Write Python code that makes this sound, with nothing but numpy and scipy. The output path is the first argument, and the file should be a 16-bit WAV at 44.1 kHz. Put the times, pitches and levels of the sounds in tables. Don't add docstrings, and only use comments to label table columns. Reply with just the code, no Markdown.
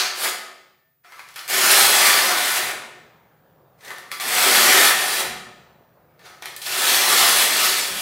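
import sys
import numpy as np
from scipy import signal
from scipy.fft import rfft, irfft, next_fast_len
from scipy.io import wavfile
from scipy.ndimage import uniform_filter1d, map_coordinates

SR = 44100
rng = np.random.default_rng(int(sys.argv[2]) if len(sys.argv) > 2 else 0)


def master_out(mix):
    frames = np.transpose(np.atleast_2d(mix))
    ceiling = np.clip(frames, -1, 1)
    pcm = np.round(ceiling * 32767).astype(np.int16)
    wavfile.write(sys.argv[1], SR, pcm)


def invert_db(x):
    u = np.asarray(x, float) / 20
    return 10 ** u


N = 353241

# frequency in Hz, level in dB per Hz.
RUMBLE_COLOUR = [(12, -46.5), (25, -30.5), (60, -15.5), (150, -1.5), (230, -15.5), (400, -35.5),
                 (2000, -120)]
# frequency in Hz, level in dB per Hz.
WASH_COLOUR = [(150, -30), (280, -6), (550, -1), (1000, -7), (1700, -13), (2500, -23), (4500, -29),
               (7000, -35), (12000, -41), (15500, -46)]
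# time in seconds, level in dB.
WASH_LEVEL = [(0, -75.5), (1.0, -88), (1.3, -72), (3.0, -60), (3.5, -58.5), (5.8, -60.5), (6.1, -58.5),
              (8.01, -56.5)]
# frequency in Hz, level in dB rms.
WHINES = [(11084, -86), (14982, -70)]
# frequency in Hz, T60 in seconds.
ROOM_T60 = [(150, 1.5), (400, 1.0), (1000, 0.87), (2800, 0.8), (7300, 0.64), (15000, 0.4)]
# time in
# seconds, gain in dB.
SCRAPE_GAIN = [(0.349, -1), (1.03, -4.5), (1.04, 0.5), (2.8, 0), (3.3, 1), (3.75, 7), (3.8, -.5), (5.5, -.5),
               (6.1, 1.5), (6.19, 1)]
# frequency in Hz, share of the sound added left and taken right.
PORT_SHADOW = [(1350, 0), (1550, .08), (1800, 0.22), (2300, .12), (2600, 0), (8900, 0), (9400, -.15),
               (10000, -.2), (10600, 0)]
# frequency in Hz, level in dB.
PORT_STRAY = [(1000, -70), (3800, -55), (4500, -34), (7000, -33), (15000, -32)]
# start in seconds, frequency in Hz, peak in dB, T60 in seconds.
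THUDS = [
    (1.19, 75.9, -62.5, .3),
    (1.521, 221.5, -42.5, 0.26),
    (2.631, 150, -45, 0.25),
    (4.25, 263.5, -35.5, .2),
    (5.24, 144.2, -40.5, 0.51),
    (5.28, 204.6, -36, 0.29),
    (7.902, 205.8, -36, 0.32),
]
# start in seconds, frequency in Hz, peak in dB,
# T60 in seconds.
BLADE_RINGS = [(1.047, 720, -50, 0.25), (1.047, 1330, -45, 0.25), (1.12, 1000, -46.5, .15),
               (1.05, 3370, -58.5, .3), (1.06, 5440, -59.5, 0.36), (1.194, 2484, -39.5, 0.056),
               (1.36, 3300, -34, 0.04), (1.36, 2333, -34.5, .08), (3.906, 1442, -36, 0.23),
               (3.984, 3700, -41.5, .06), (4.116, 3356, -35, 0.18), (4.116, 4750, -35, 0.22),
               (4.2, 3360, -32, 0.15), (6.195, 1780, -51.5, 0.53), (6.26, 1280, -45.5, .7),
               (6.26, 1780, -59, 0.46), (6.424, 2366, -35, 0.06), (6.424, 1845, -39, 0.26),
               (6.458, 3084, -33.5, .08), (6.564, 1796, -38, .2)]
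# time in seconds, level in dB.
LIFTS = [
    (.24, -35.5),
    (2.7, -46),
    (5.21, -40.5),
]
# frequency in Hz, level in dB, T60 in seconds.
FREE_BLADE = [(530, -4, .5), (715, -7, .55), (1255, -1, .8), (1480, -6, .6), (1790, 2.5, .78)]
# frequency in Hz, width in Hz, level in dB.
EDGE_MODES = [(2590, 18, 0), (2707, 30, -4), (3010, 21, -0.5), (3370, 120, 2.5), (3570, 40, -12.5),
              (3980, 36, 2), (4240, 260, -1), (4811, 14, -1)]
BLADE_MODES = [(793, 26, -2.5), (1034, 21, -7), (1173, 27, 0), (1292, 60, -5), (1467, 25, 0.5),
               (1780, 130, -4), (2038, 51, -5), (2135, 84, -7.5), (2360, 50, -3.5)]
TILE_MODES = [(227, 20, -5), (376, 14, 3), (530, 34, -21), (731, 8.6, 1.5)]
# frequency in Hz, level in dB per Hz.
GRIT_COLOUR = [(400, -120), (1500, -31), (2400, -3.5), (3200, -3), (4500, -3), (6000, -5), (7500, -13),
               (10000, -36), (16000, -77)]
RING_COLOUR = [(80, -120), (300, -35), (600, -9), (850, -4.5), (1300, -1.5), (1900, 0), (2600, -6.5),
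               (5000, -22.5), (15000, -120)]
BODY_COLOUR = [(15, -50), (60, -35.5), (150, -19), (400, -5), (700, -1), (950, -4.5), (1500, -34.5),
               (5000, -120)]
FIZZ_COLOUR = [(1500, -120), (4500, -35), (6500, -4.5), (8000, 0.5), (11000, 0), (13500, -2.5), (15800, -7)]
# time in seconds, peak in dB, slide in dB re peak, flatness in dB,
# brightness in dB.
TOUCHES = [(1.047, -55.5, -9.5, 5, -16.5), (1.1219, -44, -10, 7.5, -8), (1.1939, -35.5, -13.5, 8, -11),
           (1.288, -37.5, -13.5, -7.5, -7.5), (1.3409, -43.5, -13.5, -5, -4.5),
           (1.3593, -36.5, -9, -0.5, -0.5), (1.3922, -31, -15, -12.5, -10.5),
           (1.4785, -24.5, -13.5, -9, -2), (3.808, -51, -2.5, -5, -12.5), (3.8474, -41, -8, 1, -11.5),
           (3.8812, -36.5, -9.5, 3, -7.5), (3.9053, -32.5, -14, 10.5, -10), (3.9833, -36, -9, 1.5, -5),
           (4.1162, -19.5, -15.5, -1, -7), (4.1261, -26.5, -10, -12, -11.5), (4.1995, -20.5, -9, -3, -8),
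           (6.1936, -58, -3, 1, -7.5), (6.2552, -42, -18.5, -5, -13.5), (6.4233, -29, -14.5, 5, -10.5),
           (6.4573, -21.5, -19.5, 1, -8), (6.564, -33.5, -8, -15, 4), (6.6172, -32, -7.5, -8, -1.5)]
# time in seconds, pressure in dB, flatness of the blade in dB.
CREEPS = [
    [(1.03, -60, 6.5), (1.12, -56.5, 8), (1.2, -53, 7), (1.27, -58.5, 5), (1.35, -60.5, -4),
     (1.365, -41.5, 3), (1.47, -48, 1)],
    [(3.77, -73, 3.5), (3.852, -45, 0), (3.906, -46.5, 5), (4.096, -64.5, -0.5), (4.12, -39.5, 2.5),
     (4.19, -43.5, -2)],
    [(6.17, -79, 6), (6.266, -47.5, 2.5), (6.41, -67.5, 1), (6.426, -44.5, 3), (6.518, -50, -7.5),
     (6.6, -53.5, 0)],
]
# time in seconds, pressure in dB, flatness of the blade in dB.
DRAGS = [
    [(0, -16.5, -7.5), (.046, -24, -3), (.15, -43.5, -0.5)],
    [(.13, -44.5, 2), (.198, -30.5, 0), (.244, -22.5, -1.5), (.26, -26.5, 5), (.3, -28.5, -4)],
    [(1.47, -44, -5), (1.506, -25, -0.5), (1.754, -16.5, -1.5), (1.96, -18.5, -0.5), (2.026, -16.5, 0),
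     (2.35, -27, 2), (2.578, -25, -2), (2.6, -28, 3.5), (2.72, -37, 6)],
    [(4.19, -33, -0.5), (4.344, -21, 0), (4.528, -16, -2), (4.756, -18, 1), (4.87, -16.5, -2),
     (4.946, -25.5, 0), (5.138, -27.5, -1.5), (5.206, -23, -1.5), (5.27, -45, 12)],
    [(6.6, -49, -4), (6.666, -31.5, -3), (6.892, -20, -3), (7.1, -20, -1.5), (7.414, -18.5, -4.5),
     (7.476, -24.5, -2.5), (7.666, -20.5, -3), (7.942, -33.5, -2.5), (8.01, -28.5, -4)],
]
# tile body in dB, fizz of the wet mortar in dB.
FEEL = [
    (-16.5, -1.5),
    (-5, -1.5),
    (-6, -4.5),
    (-13.5, -9),
    (-11.5, 2),
    (-9.5, 1),
    (-8.5, 0),
    (-9.5, -0.4),
]


def unit(x):
    return x / np.sqrt(np.mean(x ** 2) + 1e-20)


def along(points, hz):
    f, v = np.transpose(points)
    return np.interp(np.log(hz + 1), np.log(f + 1), v)


def filtered(x, response):
    m = next_fast_len(N + 8192)
    spectrum = rfft(x, m) * response(np.fft.rfftfreq(m, 1 / SR))
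    return irfft(spectrum, m)[..., :N]


def wobble(rate_hz):
    knots = rng.standard_normal(int(N * rate_hz / SR) + 4)
    return map_coordinates(knots, [np.arange(N) * rate_hz / SR], order=1)


def patches(x, depth_db, tall_bins, wide_frames):
    z = signal.stft(x, nperseg=512)[2]
    field = uniform_filter1d(rng.standard_normal(z.shape), tall_bins, 0)
    field = uniform_filter1d(field, wide_frames, 1)
    return signal.istft(z * invert_db(depth_db * unit(field)), nperseg=512)[1][:N]


def tones(rows, attack_s, wander_rad):
    sound, age_s = np.zeros(N + SR), np.arange(SR) / SR
    for start_s, hz, db, t60_s in rows:
        drift = np.cumsum(rng.normal(0, wander_rad, SR))
        envelope = invert_db(db - 60 * age_s / t60_s) * (1 - np.exp(-age_s / attack_s))
        sound[round(start_s * SR):][:SR] += envelope * np.sin(2 * np.pi * hz * age_s + drift)
    return sound[:N]


def sand(spread_db, patchy_db):
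    grains = rng.standard_normal(N) * invert_db(spread_db * wobble(900))
    return patches(grains, patchy_db, tall_bins=5, wide_frames=16)


def site():
    t = np.arange(N) / SR
    wash_db = np.interp(t, *np.transpose(WASH_LEVEL))
    rumble_db = -63.5 + 0.52 * (wash_db + 60.5)
    rumble = unit(filtered(rng.standard_normal(N), lambda f: invert_db(along(RUMBLE_COLOUR, f))))
    grain = sand(spread_db=-1.6, patchy_db=2)
    wash = unit(filtered(grain, lambda f: invert_db(along(WASH_COLOUR, f))))
    hiss = invert_db(-89) * np.sqrt(SR / 6000) * rng.standard_normal(N)
    whine = sum(invert_db(db) * np.sqrt(2) * np.sin(2 * np.pi * hz * t) for hz, db in WHINES)
    return invert_db(rumble_db) * rumble + invert_db(wash_db + 0.8 * wobble(3.3)) * wash + whine + hiss


def room(x, count):
    noise = rng.standard_normal((count, 5 * SR // 4))
    hz, t, z = signal.stft(noise, SR, nperseg=256)
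    decay = invert_db(-60 * t / along(ROOM_T60, hz)[:, None])
    tails = signal.istft(z * decay, SR, nperseg=256)[1]
    step, answer = SR // 6, np.zeros(N + 3 * SR)
    fade = np.sin(np.pi * np.arange(2 * step) / (2 * step))
    padded = np.pad(x, (step, 2 * step))
    for k, start in enumerate(range(0, N + step, step)):
        part = signal.fftconvolve(fade * padded[start:start + 2 * step], tails[k % count])
        answer[start:start + len(part)] += part
    delay = 300
    return answer[step - delay:][:N] / np.linalg.norm(tails[0])


def thuds_and_rings():
    lifted = [(s, hz, db + level, t60) for s, db in LIFTS for hz, level, t60 in FREE_BLADE]
    free = tones(lifted, attack_s=0.012, wander_rad=0.016)
    thuds = tones(THUDS, attack_s=0.0069, wander_rad=0.063)
    rings = tones(BLADE_RINGS, attack_s=0.0015, wander_rad=0.051)
    return thuds + rings + free


def steel(colour, modes, between_db):
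    def response(f):
        rings = sum(invert_db(db) * 1j * f * w / (c * c - f * f + 1j * f * w) for c, w, db in modes)
        return invert_db(along(colour, f)) * (invert_db(between_db) + rings)
    return response


def pressure():
    tile_per_flat, fizz_per_flat = 1.3, -0.1
    settle_s, tick_t60_s, slide_t60_s = 0.02, 0.0072, 0.11
    t, gains = np.arange(N) / SR, np.zeros((4, N))
    for rows, (tile_db, fizz_db) in zip(CREEPS + DRAGS, FEEL):
        s, grit_db, flat_db = np.transpose(rows)
        down = (t >= s[0]) & (t <= s[-1])
        already_moving = s[0] == 0
        landing = np.clip((t[down] - s[0]) / settle_s + already_moving, 0, 1)
        body_db = tile_db + tile_per_flat * flat_db
        wet_db = fizz_db + fizz_per_flat * flat_db
        for gain, rel_db in zip(gains, [0, flat_db, body_db, wet_db]):
            gain[down] += invert_db(np.interp(t[down], s, grit_db + rel_db)) * landing
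    for start_s, db, slide_db, flat_db, bright_db in TOUCHES:
        start = round(start_s * SR)
        age_s = t[start:][:SR // 2] - start_s
        slide = invert_db(db + slide_db - 60 * age_s / slide_t60_s)
        tick = invert_db(db - 2 - 60 * age_s / tick_t60_s)
        balance = invert_db([[0], [flat_db], [flat_db - 15.5], [bright_db + 4]])
        gains[:, start:][:, :SR // 2] += (slide + tick) * balance
    return gains


def trowel():
    grit = steel(GRIT_COLOUR, EDGE_MODES, between_db=8)
    ring = steel(RING_COLOUR, BLADE_MODES, between_db=-3.5)
    body = steel(BODY_COLOUR, TILE_MODES, between_db=-5.0)
    fizz = steel(FIZZ_COLOUR, [], between_db=0)
    chatter = invert_db(1.0 * wobble(14) + 1.0 * wobble(60))
    sound = np.zeros(N)
    for gain, part in zip(pressure(), [grit, ring, body, fizz]):
        grains = unit(sand(spread_db=1, patchy_db=1.56))
        scale = np.sqrt(np.mean(np.abs(part(np.arange(0, SR / 2, 2))) ** 2))
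        sound += filtered(gain * chatter * grains, part) / scale
    return sound


def scene():
    scrape = trowel() + thuds_and_rings()
    scrape_gain = invert_db(np.interp(np.arange(N) / SR, *np.transpose(SCRAPE_GAIN)))
    mid = scrape_gain * (invert_db(-2.5) * scrape + invert_db(-5.0) * room(scrape, count=6)) + site()
    late = np.pad(mid, (900, 0))
    scattered = patches(late, 10, tall_bins=30, wide_frames=4)
    stray = filtered(scattered, lambda f: invert_db(along(PORT_STRAY, f)))
    side = filtered(mid, lambda f: along(PORT_SHADOW, f)) + stray
    return np.array([mid + side, mid - side])


def band_limit(x):
    return signal.sosfilt(signal.butter(12, 16560, fs=SR, output="sos"), x)


def record(dry):
    top_hz, edge_hz = 15950, 250
    soft = dry / (1 + np.abs(dry) ** 6) ** (1 / 6)
    mix = filtered(soft, lambda hz: np.sin(np.pi / 2 * np.clip((top_hz - hz) / edge_hz, 0, 1)) ** 2)
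    return band_limit(mix)


dry = scene()
out = record(dry)
master_out(out)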